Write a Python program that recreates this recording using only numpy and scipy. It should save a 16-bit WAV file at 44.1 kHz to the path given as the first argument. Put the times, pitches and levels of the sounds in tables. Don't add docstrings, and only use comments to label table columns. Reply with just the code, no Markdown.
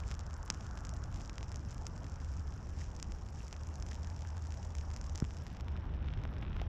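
import sys
import numpy as np
from scipy import signal
from scipy.fft import rfft, irfft
from scipy.io import wavfile
from scipy.ndimage import uniform_filter1d, minimum_filter1d

SR = 44100
rng = np.random.default_rng(int(sys.argv[2]) if len(sys.argv) > 2 else 0)


def inscribe(sig):
    pcm = np.round(np.clip(np.atleast_2d(sig).T, -1, 1) * 32767)
    wavfile.write(sys.argv[1], SR, pcm.astype(np.int16))


def nominal_scale(level):
    x = np.asarray(level, float) / 20
    return 10 ** x


N = 294588

# (time [s], level [dB])
SHOWER = [(0, 2), (.7, 1.5), (1.4, -1), (2.0, -0.5), (2.6, -3.5), (3.2, -6), (3.7, 2), (4.5, 0.9),
          (5.1, 2.5), (5.8, -2.5), (6.2, 0.8), (6.68, 1.2)]
# (time [s], share covered [0-1])
FILM = [
    (0, 0.02),
    (5.35, 0.02),
    (5.6, 0.52),
    (5.85, 0.76),
    (6.68, 0.87),
]


def evened(x):
    return x / np.sqrt(np.mean(x ** 2) + 1e-20)


def read(points, hz):
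    f, value = np.transpose(points)
    return np.interp(np.log(hz + 1), np.log(f + 1), value)


def curve(rows, column=1):
    rows = np.array(rows, float)
    return np.interp(np.arange(N) / SR, rows[:, 0], rows[:, column])


def bump(s, width):
    t = np.arange(N) / SR
    return np.exp(-.5 * ((t - s) / width) ** 2)


def add(mix, s, sound):
    part = mix[round(s * SR):][:len(sound)]
    part += sound[:len(part)]


def causal(db, size=1024):
    log_gain = np.log(nominal_scale(np.concatenate([db, db[-2:0:-1]])))
    return np.fft.ifft(np.exp(np.conj(signal.hilbert(log_gain)))).real[:size]


def noise(points, patchy_db, size):
    hz = np.fft.rfftfreq(size, 1 / SR)
    a, b, patches = rng.standard_normal((4 * N // size + 8, len(hz), 3)).T
    patches = uniform_filter1d(patches, size=8, axis=0)
    patches = evened(uniform_filter1d(patches, size=5, axis=1))
    z = (a + 1j * b) * nominal_scale(read(points, hz)[:, None] + patchy_db * patches)
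    return evened(signal.istft(z, nperseg=size, noverlap=3 * size // 4)[1][:N])


def grains(per_s, spread_db):
    size = nominal_scale(spread_db * np.minimum(rng.exponential(1, N), 4))
    sign = rng.choice([-1., 1.], N)
    return evened(size * sign * (rng.random(N) < per_s / SR))


def struck(spikes, click):
    return signal.oaconvolve(spikes, click / np.linalg.norm(click))[:N]


def clicks(split_hz=4300):
    # (frequency [Hz], level [dB])
    port = [(300, -3.5), (800, -3), (2600, -4), (4200, -7.5), (5400, 1.5), (6300, -1), (7400, -3),
            (8500, -20), (10500, -28), (12400, -27), (13300, -43), (15000, -42), (16500, -52.5)]
    click = causal(read(port, np.fft.rfftfreq(4096, 1 / SR)))
    low = 1 / (1 + (np.fft.rfftfreq(len(click), 1 / SR) / split_hz) ** 8)
    late = rfft(np.roll(click, 64))
    knock, snap = irfft(late * low), irfft(late * (1 - low))
    return click, snap / abs(signal.hilbert(snap)).max(), knock / abs(signal.hilbert(knock)).max()


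def wind():
    # (time [s], level [dB])
    gusts = [(0, -37.5), (.3, -48), (.9, -42.5), (1.5, -43.5), (2.1, -46.5), (2.4, -45), (2.7, -45),
             (3, -42), (3.5, -48.5), (3.9, -42.5), (4.3, -50), (5.1, -44.5), (5.6, -48), (5.95, -42.5),
             (6.3, -41.5), (6.68, -44)]
    # (frequency [Hz], level [dB per Hz])
    buffet_colour = [(10, -17), (22, -1), (50, 7), (66, 6.5), (100, -0.5), (160, -52.5), (300, -101.5)]
    # (frequency [Hz], level [dB per Hz])
    roar_colour = [(30, -66), (60, -7), (90, -2), (130, -4.5), (200, -11.5), (350, -20.5), (600, -27.5),
                   (1200, -53.5), (2500, -99)]
    gust_db = curve(gusts)
    buffet = nominal_scale(gust_db) * noise(buffet_colour, patchy_db=0.5, size=8192)
    swell_db = 1.1 * bump(1.33, width=0.44) + 3 * curve(FILM)
    roar_db = -49.5 + 0.27 * (gust_db - gust_db.mean()) + swell_db
    return buffet + nominal_scale(roar_db) * noise(roar_colour, patchy_db=1.5, size=2048)


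def wash():
    # (frequency [Hz], level [dB per Hz])
    wash_colour = [(100, -57.5), (300, -2.5), (550, 1.5), (860, 5), (1200, -2.5), (1700, -5.5),
                   (2400, -19.5), (4000, -37), (8000, -72)]
    wash_db = -59.5 + 0.23 * curve(SHOWER) + curve(FILM)
    return nominal_scale(wash_db) * noise(wash_colour, patchy_db=2.5, size=512)


def lapping():
    # (time [s], level [dB])
    bank = [
        (0, -63),
        (.8, -60.5),
        (1.6, -67),
        (2.4, -66),
        (2.9, -72.5),
        (6.68, -78),
    ]
    # (frequency [Hz], level [dB per Hz])
    lap_colour = [(600, -56), (1050, -1), (1400, -1), (1700, -8.5), (2600, -57)]
    return nominal_scale(curve(bank)) * noise(lap_colour, patchy_db=1.2, size=512)


def drone():
    # (time [s], frequency [Hz], level [dB])
    engine = [(0, 74.8, -40), (.3, 74.5, -45), (.6, 75.4, -51), (1.2, 75.77, -55), (1.65, 74.2, -44),
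              (1.85, 76.5, -47.5), (2.1, 75.4, -42), (2.4, 74.6, -40), (3.1, 75.84, -49),
              (3.5, 77.2, -44.5), (4.2, 78.8, -41.5), (4.65, 78.17, -41), (5.1, 77.95, -39),
              (5.55, 78, -51), (5.72, 76.85, -38), (5.9, 75.8, -51.5), (6.3, 76.9, -46), (6.68, 76.4, -44)]
    flutter = uniform_filter1d(rng.standard_normal((2, N)), size=2500)
    flutter = evened(uniform_filter1d(flutter, size=2500))
    turns = np.cumsum(curve(engine, column=1)) / SR
    tone = np.sin(2 * np.pi * turns + 1.16 * flutter[1])
    return nominal_scale(curve(engine, column=2)) * np.sqrt(2) * (0.8 + 0.25 * flutter[0]) * tone


def patter_level():
    return -70.5 + 0.1 * curve(SHOWER) + 0.51 * np.arange(N) / SR


def patter():
    out = np.zeros(N)
    for click, share_db in zip(clicks(), (-3.5, -8.5, -7.5)):
        out += nominal_scale(share_db) * struck(nominal_scale(patter_level()) * grains(200, spread_db=3.5), click)
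    return out


def far_drops():
    # (frequency [Hz], level [dB per Hz])
    far_colour = [(500, -45), (1500, -7.5), (2400, -5), (2900, -3.5), (3600, -9), (4500, -9.5), (5000, -4),
                  (5600, 3), (6400, -5.5), (7300, -5.5), (8700, -24), (12500, -28.5), (13000, -66),
                  (16000, -63)]
    flicker_db = 2.2 * evened(uniform_filter1d(rng.standard_normal(N), size=200))
    return nominal_scale(patter_level() - 1.5 + flicker_db) * noise(far_colour, patchy_db=4.0, size=256)


def spray():
    # (frequency [Hz], level [dB])
    airy_top = [(6000, -41), (8500, -1), (10500, 4), (12500, -3), (13500, -11), (15000, -20), (16500, -55)]
    tick = causal(read(airy_top, np.fft.rfftfreq(4096, 1 / SR)))
    return nominal_scale(-88.5 + curve(SHOWER)) * struck(grains(22, spread_db=5.0), tick)


def middling(count=230):
    place, size, colour = rng.random((count, 3)).T
    s = .02 + (np.arange(count) + 3 * place) / (count + 3) * (N / SR - .04)
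    over_db = 2 * np.minimum(-np.log(size + 1e-9), 3)
    knock_db = -3 - 1.33 * over_db + 3.5 * 3.5 * (colour - .5)
    snap_db = -49 + over_db + np.interp(s, *np.transpose(SHOWER))
    return list(zip(s, snap_db, knock_db))


def drops():
    # (time [s], snap peak [dB],
    # knock against the snap [dB])
    heavy = [(.1144, -35, -3), (.122, -47, 4), (.1933, -37, -8), (.5023, -18, -8.5), (.7748, -41.5, -3),
             (.8511, -37, -5.5), (.8931, -35, -11), (.003, -43, 1), (1.1444, -44.5, -2.5),
             (1.2963, -41, 2.5), (1.382, -37.5, 1.5), (1.4298, -41, -0.5), (1.5181, -40, -5),
             (1.5593, -34.5, -11), (1.7462, -44.5, -7), (1.8678, -30.5, -9), (2.9651, -41.5, -9),
             (2.9999, -40.5, -5), (3.0278, -26.5, -11), (3.1212, -40, -4), (3.4816, -41, -9),
             (3.5283, -35.5, -3), (3.8251, -38.5, -5.5), (3.9136, -42.5, 0), (4.1643, -42, -7),
             (4.5227, -42.5, -2.5), (4.7521, -40, -3.5), (.5071, -40, -12), (4.9639, -36.5, -7),
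             (5.0136, -39.5, -7),
             (5.1511, -43.5, -1.5), (5.1575, -31, -9.5), (5.1775, -36, -10), (5.2018, -32, -9.5),
              (5.2203, -55, -4), (5.2432, -44, -2), (5.2498, -46, 3), (5.4673, -39.5, -2),
              (5.5693, -40, -10), (5.6091, -35.5, -9), (5.6836, -41, 1), (5.7661, -44, 0), (6.0861, -45, 3),
              (6.1379, -43.5, 6), (6.2376, -36, -8), (6.2528, -42.5, -0.5), (6.4277, -47, 10.5),
              (6.5667, -41.5, 0.5), (6.6164, -32.5, -3.5)]
    _, snap, knock = clicks()
    t, bright, dull = np.arange(300) / SR, np.zeros(N), np.zeros(N)
    rows = heavy + middling()
    chance = rng.standard_normal((len(rows), 3, len(t)))
    for (s, snap_db, knock_db), (a, b, c) in zip(rows, chance):
        splash = (abs(c) > 1.9) * nominal_scale(-14 - 60 * t / .007 + 3 * np.clip(c[0], -2, 1))
        uneven = np.interp(snap_db, (-44, -30), (.16, .06))
        splash = splash + uneven * (t > 0) * np.exp(-t / .0003)
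        start = s - 76 / SR
        add(bright, start, nominal_scale(snap_db) * ((t == 0) + a * splash))
        add(dull, start, nominal_scale(snap_db + knock_db) * ((t == 0) + b * splash))
    snaps = nominal_scale(0.7) * signal.oaconvolve(bright, snap)[:N]
    return snaps + nominal_scale(5.5) * signal.oaconvolve(dull, knock)[:N]


def rings():
    # (time [s], level [dB], frequency [Hz],
    # time to fade by 60 dB [s])
    panels = [(.5025, -30.5, 190, 0.029), (2.8158, -40, 1913, 0.0073), (3.9195, -38, 1793, 0.0065),
              (.0367, -42, 2340, 0.0054), (3.4052, -46.5, 2680, 0.0096), (3.5415, -45, 2500, 0.0054),
              (4.2502, -36.5, 1590, 0.0038), (5.222, -36.5, 1310, 0.0057), (5.7576, -37.5, 1213, 0.0054),
              (6.2528, -30, 1120, 0.0041), (6.6162, -32, 752, 0.013)]
    t, out = np.arange(2000) / SR, np.zeros(N)
    for s, db, hz, t60 in panels:
        add(out, s, nominal_scale(db - 60 * t / t60) * np.sin(2 * np.pi * hz * t))
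    return out


def footsteps():
    # (time [s], level [dB], length [s])
    boots = [(0.095, -57.5, 0.029), (0.634, -63, 0.048), (1.194, -58.5, 0.038), (1.708, -58.5, 0.016),
             (2.297, -68, 0.07), (2.816, -56.5, 0.032), (3.41, -60, 0.049), (3.914, -64.5, 0.042),
             (4.547, -69, 0.067), (5.156, -87, .04), (5.525, -65, .04), (6.108, -68, 0.043),
             (6.605, -59.5, 0.046)]
    tread = sum(nominal_scale(db) * bump(s, length) for s, db, length in boots)
    out = np.zeros(N)
    for click, share_db in zip(clicks(), (-3.5, -8.5, -7.5)):
        out += nominal_scale(share_db) * struck(tread * grains(1200, spread_db=5.5), click)
    return out


def wet_cloth():
    # (time [s], level [dB], length [s])
    shakes = [
        (6.09, 4.5, .06),
        (6.24, 3, .03),
        (6.43, 6.5, 0.037),
        (6.621, 4, .07),
    ]
    _, _, knock = clicks()
    shake_db = sum(db * bump(s, length) for s, db, length in shakes)
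    level = nominal_scale(-65.5 + shake_db + curve(SHOWER)) * curve(FILM)
    return struck(level * grains(900, spread_db=6.5), knock)


def thump():
    s, peak_db, swell_s = 5.2222, -20, .0045
    t, out = np.arange(1, 2500) / SR, np.zeros(N)
    turns = .57 * np.log(t / .0006 + .1)
    swell = (t / swell_s * np.exp(1 - t / swell_s)) ** 2.4
    add(out, s, nominal_scale(peak_db) * swell * np.cos(2 * np.pi * turns))
    return out


def scene():
    air = wind() + wash() + lapping() + drone()
    rain = patter() + far_drops() + spray() + drops() + rings()
    return (air + rain + footsteps() + wet_cloth() + thump())[None]


def top_cut(x):
    return signal.sosfilt(signal.butter(12, 16000, fs=SR, output="sos"), x)


def record(dry):
    # (frequency [Hz], level [dB])
    film_tone = [(400, 2.5), (850, -2), (1300, 2), (2000, 1), (3000, 1), (3700, 0.5), (4600, -11),
                 (5600, -16), (7000, -24.5), (8700, -23.5), (10500, -17), (12300, 3), (16000, -21)]
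    hiss_colour = [(9000, -40), (11300, -14), (12200, 0), (12700, -2), (13000, -40)]  # (Hz, dB per Hz)
    hiss = nominal_scale(-97) * noise(hiss_colour, patchy_db=2, size=512)
    hz, t, z = signal.stft(dry + hiss, SR, nperseg=512, boundary="even")
    film = np.clip(np.interp(t, *np.transpose(FILM)), 0, 1.5)
    z = z * nominal_scale(read(film_tone, hz)[:, None] * film)

    top = hz > 8700
    top_power = (abs(z[0, top]) ** 2).mean(axis=0)
    top_db = 10 * np.log10(uniform_filter1d(top_power, size=2) + 1e-20)
    loudest_near_db = -minimum_filter1d(-top_db, size=9)
    beside_click = loudest_near_db - top_db > 11
    quiet = uniform_filter1d(top_db, size=4) < np.interp(film, (0, 1), (-125, -115))
    chance = uniform_filter1d(rng.standard_normal(len(t)), size=4) * 2 > 1.7 - 1.9 * film
    faint = beside_click | quiet | chance
    left_over = np.interp(film, (0, 1), (.35, .12))
    z = z * np.where(top[:, None] & faint, left_over, 1)
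    wet = signal.istft(z, SR, nperseg=512)[1][:, :N]
    soft_end = np.sin(np.pi / 2 * np.clip((N - np.arange(N)) / 300, 0, 1)) ** 2
    return top_cut(wet * soft_end)


dry = scene()
out = record(dry)
inscribe(out)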